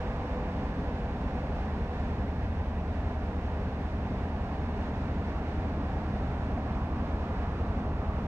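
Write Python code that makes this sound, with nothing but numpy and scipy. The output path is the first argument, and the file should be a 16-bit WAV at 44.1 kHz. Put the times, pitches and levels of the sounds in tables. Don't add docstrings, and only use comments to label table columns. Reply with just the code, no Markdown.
import sys
import numpy as np
from scipy import signal
from scipy.fft import irfft, next_fast_len
from scipy.io import wavfile

SR = 44100
rng = np.random.default_rng(int(sys.argv[2]) if len(sys.argv) > 2 else 0)


def bounce(signal):
    frames = np.transpose(np.atleast_2d(signal))
    limited = np.clip(frames, -1, 1)
    pcm = np.round(limited * 32767).astype(np.int16)
    wavfile.write(sys.argv[1], SR, pcm)


N = 364707
TIME = np.arange(N) / SR

SLOW_CYCLE_HZ, SLOW_CYLINDERS, SLOW_FIRST_S = 4.2509, 8, .0050
FAST_CYCLE_HZ, FAST_CYLINDERS, FAST_FIRST_S = 13.0667, 6, .0039
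# order, level before the carry/dB
SLOW_ORDERS = [(5, -62), (7, -54), (8, -45), (10, -60), (11, -46), (13, -45), (14, -58), (15, -50),
               (16, -39.3), (19, -54), (20, -52), (21, -58), (22, -58), (27, -59), (28, -57)]
FAST_ORDERS = [(2, -68), (3, -59), (4, -60), (6, -37), (7, -47), (8, -54), (9, -52), (11, -55), (12, -59),
               (15, -53), (16, -57), (18, -55), (19, -59)]
# t/s, gain of firing orders/dB, gain of uneven-cylinder orders/dB
SLOW_CARRY = [(0, -2, 1), (1.6, 1, 0), (3.8, 0, -5), (6.6, 0, 0), (8.27, 2, 1)]
FAST_CARRY = [(0, -9, -9), (2.8, 2.5, -3), (3.7, -1, -1), (5.7, -.5, 2), (8.27, -1.5, 0)]

GENERATOR_HZ, GENERATOR_DB, GENERATOR_WAVER_DB = 50.17, -43.5, .8
# f/Hz, level/dB, phase by which the right port leads/rad
WHINE_TONES = [(549, -65, 1.0), (1003, -66, .6)]
# f/Hz, width at half gain/Hz, settled level/dB, opening offset/dB
HOLLOW_BANDS = [(320, 40, -51, -18), (410, 45, -54.5, -2), (495, 22, -66, 22), (625, 45, -51, -18),
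                (700, 40, -54, -8), (770, 30, -56, -2), (860, 50, -66, 13), (1010, 35, -66, 10),
                (1150, 110, -75, 21)]
HOLLOW_SETTLE_S, HOLLOW_WAVER_DB, HOLLOW_WAVER_HZ = 2.86, 2, .6

# t/s, engine-room din level/dB, wash level/dB
DIN_WASH_LEVELS = [(0, -39.5, -49), (2.9, -42, -50.5), (5.6, -41, -49.5), (8.27, -41.5, -51.5)]
ROAR_DB = -36.8
BOW_END_DB, BOW_RISE_DB_PER_S = -47, 1.8
HISS_DB = -80.5
# f/Hz, relative level/dB
ROAR_COLOUR = [(14, -44.5), (22, -22), (40, -16.5), (60, -7.5), (72, -2), (95, 0.5), (128, -1), (142, 0.5),
               (165, 0.5), (205, 2), (245, 0), (285, -1.5), (330, -14), (500, -71.5), (1000, -130)]
DIN_COLOUR = [(190, -37.5), (330, -5), (365, -4), (410, 0), (445, -2.5), (492, -1.5), (555, -4),
              (620, -2.5), (720, -3), (774, -2.5), (1000, -6.5), (1400, -19), (1820, -39.5), (3080, -120)]
WASH_COLOUR = [(820, -39.5), (1400, -2.5), (1750, -1), (2050, -5), (2710, -9.5), (3200, -15), (3620, -14),
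               (3940, -17), (4900, -21.5), (5800, -24.5), (7000, -31), (9000, -38), (11700, -68.5),
               (19800, -120)]
BOW_COLOUR = [(300, -58), (600, -5.5), (900, -5), (1150, 0), (1400, -5.5), (1800, -26.5), (4000, -100)]
HISS_COLOUR = [(3000, -59.5), (9000, 1), (10100, 1), (12200, -2.5), (13100, 0), (13700, 0.5), (14100, -2.5),
               (15000, -1.5), (15700, -7.5)]

# f/Hz, share of power (0 to 1)
COMMON_SHARE = [(200, 1), (350, 1), (550, 1), (850, .95), (1150, 0.7), (2800, 0.52), (3300, 0.48),
                (4300, 0.5), (5400, .27), (6200, .4), (7500, 0.24), (9500, 0.34), (11500, .14),
                (15000, .12)]
# f/Hz, left minus right level/dB
PORT_BALANCE = [(300, 0), (500, -.6), (800, -1.5), (1200, -4), (1600, -3), (2200, -4.5), (2700, -4),
                (3100, 0), (3550, -2), (4000, .5), (6000, -1.5), (7500, .5), (11000, -1), (13700, 3.5),
                (15500, 0)]
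# f/Hz, phase by which left leads (negative: right leads)/rad
PORT_LEAD = [(300, 0), (600, -.15), (1000, -.6), (1400, -.7), (2070, -1.9), (2930, -1.4), (3880, -3.0),
             (5000, -3.3), (5860, -5.3), (6800, -5.3), (9390, -9.2), (12700, -8.9), (15500, -9.5)]
MONO_BELOW_HZ, CUTOFF_HZ, EDGE_FADE_S = 330, 15690, .004


def from_db(db):
    return 10 ** (np.asarray(db) / 20)


def rms_one(x):
    return x / np.sqrt(np.mean(x ** 2) + 1e-20)


def in_time(rows):
    s, *columns = np.transpose(rows)
    return [np.interp(TIME, s, column) for column in columns]


def at_hz(points, hz):
    point_hz, values = np.transpose(points)
    return np.interp(np.log(hz), np.log(point_hz), values)


def drift(rate_hz):
    pole = np.exp(-200 * np.pi * rate_hz / SR)
    coarse = rng.standard_normal(N // 100 + 3002)
    slow = signal.lfilter([1], [1, -2 * pole, pole * pole], coarse)
    slow = slow[3000:]
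    return np.interp(np.arange(N) / 100, np.arange(len(slow)), rms_one(slow))


def port_noise(gain_at):
    size = next_fast_len(N)
    hz = np.maximum(np.arange(size // 2 + 1) * SR / size, 1)
    real, imaginary = rng.standard_normal((2, 3, len(hz)))
    common, own_left, own_right = real + 1j * imaginary
    share = np.clip(at_hz(COMMON_SHARE, hz), 0, 1)
    half_turn = np.exp(.5j * np.interp(hz, *np.transpose(PORT_LEAD)))
    tilt = from_db(at_hz(PORT_BALANCE, hz) / 2)
    left = (np.sqrt(share) * common * half_turn + np.sqrt(1 - share) * own_left) * tilt
    right = (np.sqrt(share) * common / half_turn + np.sqrt(1 - share) * own_right) / tilt
    spectrum = gain_at(hz) * np.array([left, right])
    return rms_one(irfft(spectrum, size)[:, :N])


def coloured(colour):
    return port_noise(lambda hz: from_db(at_hz(colour, hz)))


def diesel(cycle_hz, cylinders, first_s, orders, carry, fade_db, wander):
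    firing_db, uneven_db = in_time(carry)
    cycle_phase = 2 * np.pi * cycle_hz * (TIME - first_s)
    drone = 0
    for order, level_db in orders:
        if order % cylinders == 0:
            gain = from_db(level_db + firing_db)
            phase = 0
        else:
            phase = rng.uniform(0, 2 * np.pi) + wander * drift(0.35)
            gain = from_db(level_db + uneven_db + fade_db * drift(0.51))
        drone = drone + gain * np.cos(order * cycle_phase + phase)
    return np.sqrt(2) * drone


def generator():
    level = from_db(GENERATOR_DB + GENERATOR_WAVER_DB * drift(0.3))
    turns = GENERATOR_HZ * TIME + rng.random()
    return np.sqrt(2) * level * np.cos(2 * np.pi * turns)


def whines():
    tones = 0
    for hz, level_db, lead in WHINE_TONES:
        phase = 2 * np.pi * hz * TIME + 2.0 * drift(0.66)
        gain = from_db(level_db + 2.5 * drift(.8))
        tones = tones + gain * np.cos([phase - lead / 2, phase + lead / 2])
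    return np.sqrt(2) * tones


def hollows():
    ringing = 0
    settling = np.exp(-TIME / HOLLOW_SETTLE_S)
    for centre_hz, width_hz, level_db, opening_db in HOLLOW_BANDS:
        waver_db = HOLLOW_WAVER_DB * drift(HOLLOW_WAVER_HZ)
        gain = from_db(level_db + opening_db * settling + waver_db)
        band = port_noise(lambda hz: 1 / (1 + (2 * (hz - centre_hz) / width_hz) ** 2))
        ringing = ringing + gain * band
    return ringing


def exhaust_roar():
    return from_db(ROAR_DB + 0.51 * drift(0.45) + 0.23 * drift(5.5)) * coloured(ROAR_COLOUR)


def din_and_wash():
    din_db, wash_db = in_time(DIN_WASH_LEVELS)
    stir = drift(2.5)
    din = from_db(din_db + 0.33 * stir) * coloured(DIN_COLOUR)
    wash = from_db(wash_db + 0.31 * stir + 0.46 * drift(6.1)) * coloured(WASH_COLOUR)
    return din + wash


def bow_wave():
    level_db = BOW_END_DB - BOW_RISE_DB_PER_S * (TIME[-1] - TIME)
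    return from_db(level_db + 0.71 * drift(3.3)) * coloured(BOW_COLOUR)


def scene():
    slow = diesel(SLOW_CYCLE_HZ, SLOW_CYLINDERS, SLOW_FIRST_S, SLOW_ORDERS, SLOW_CARRY,
                  fade_db=1.2, wander=.4)
    fast = diesel(FAST_CYCLE_HZ, FAST_CYLINDERS, FAST_FIRST_S, FAST_ORDERS, FAST_CARRY,
                  fade_db=2.5, wander=.9)
    tones = slow + fast + generator() + whines()
    return tones + hollows() + exhaust_roar() + din_and_wash() + bow_wave()


def record(dry):
    wet = dry + from_db(HISS_DB) * coloured(HISS_COLOUR)
    wet = wet * np.clip(np.minimum(TIME, TIME[::-1]) / EDGE_FADE_S, 0, 1)
    mid, side = (wet[0] + wet[1]) / 2, (wet[0] - wet[1]) / 2
    bass_cut = signal.butter(3, MONO_BELOW_HZ, "high", fs=SR, output="sos")
    side = signal.sosfiltfilt(bass_cut, side)
    top_cut = signal.ellip(12, .1, 40, CUTOFF_HZ, fs=SR, output="sos")
    return signal.sosfiltfilt(top_cut, [mid + side, mid - side])


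dry = scene()
out = record(dry)
bounce(out)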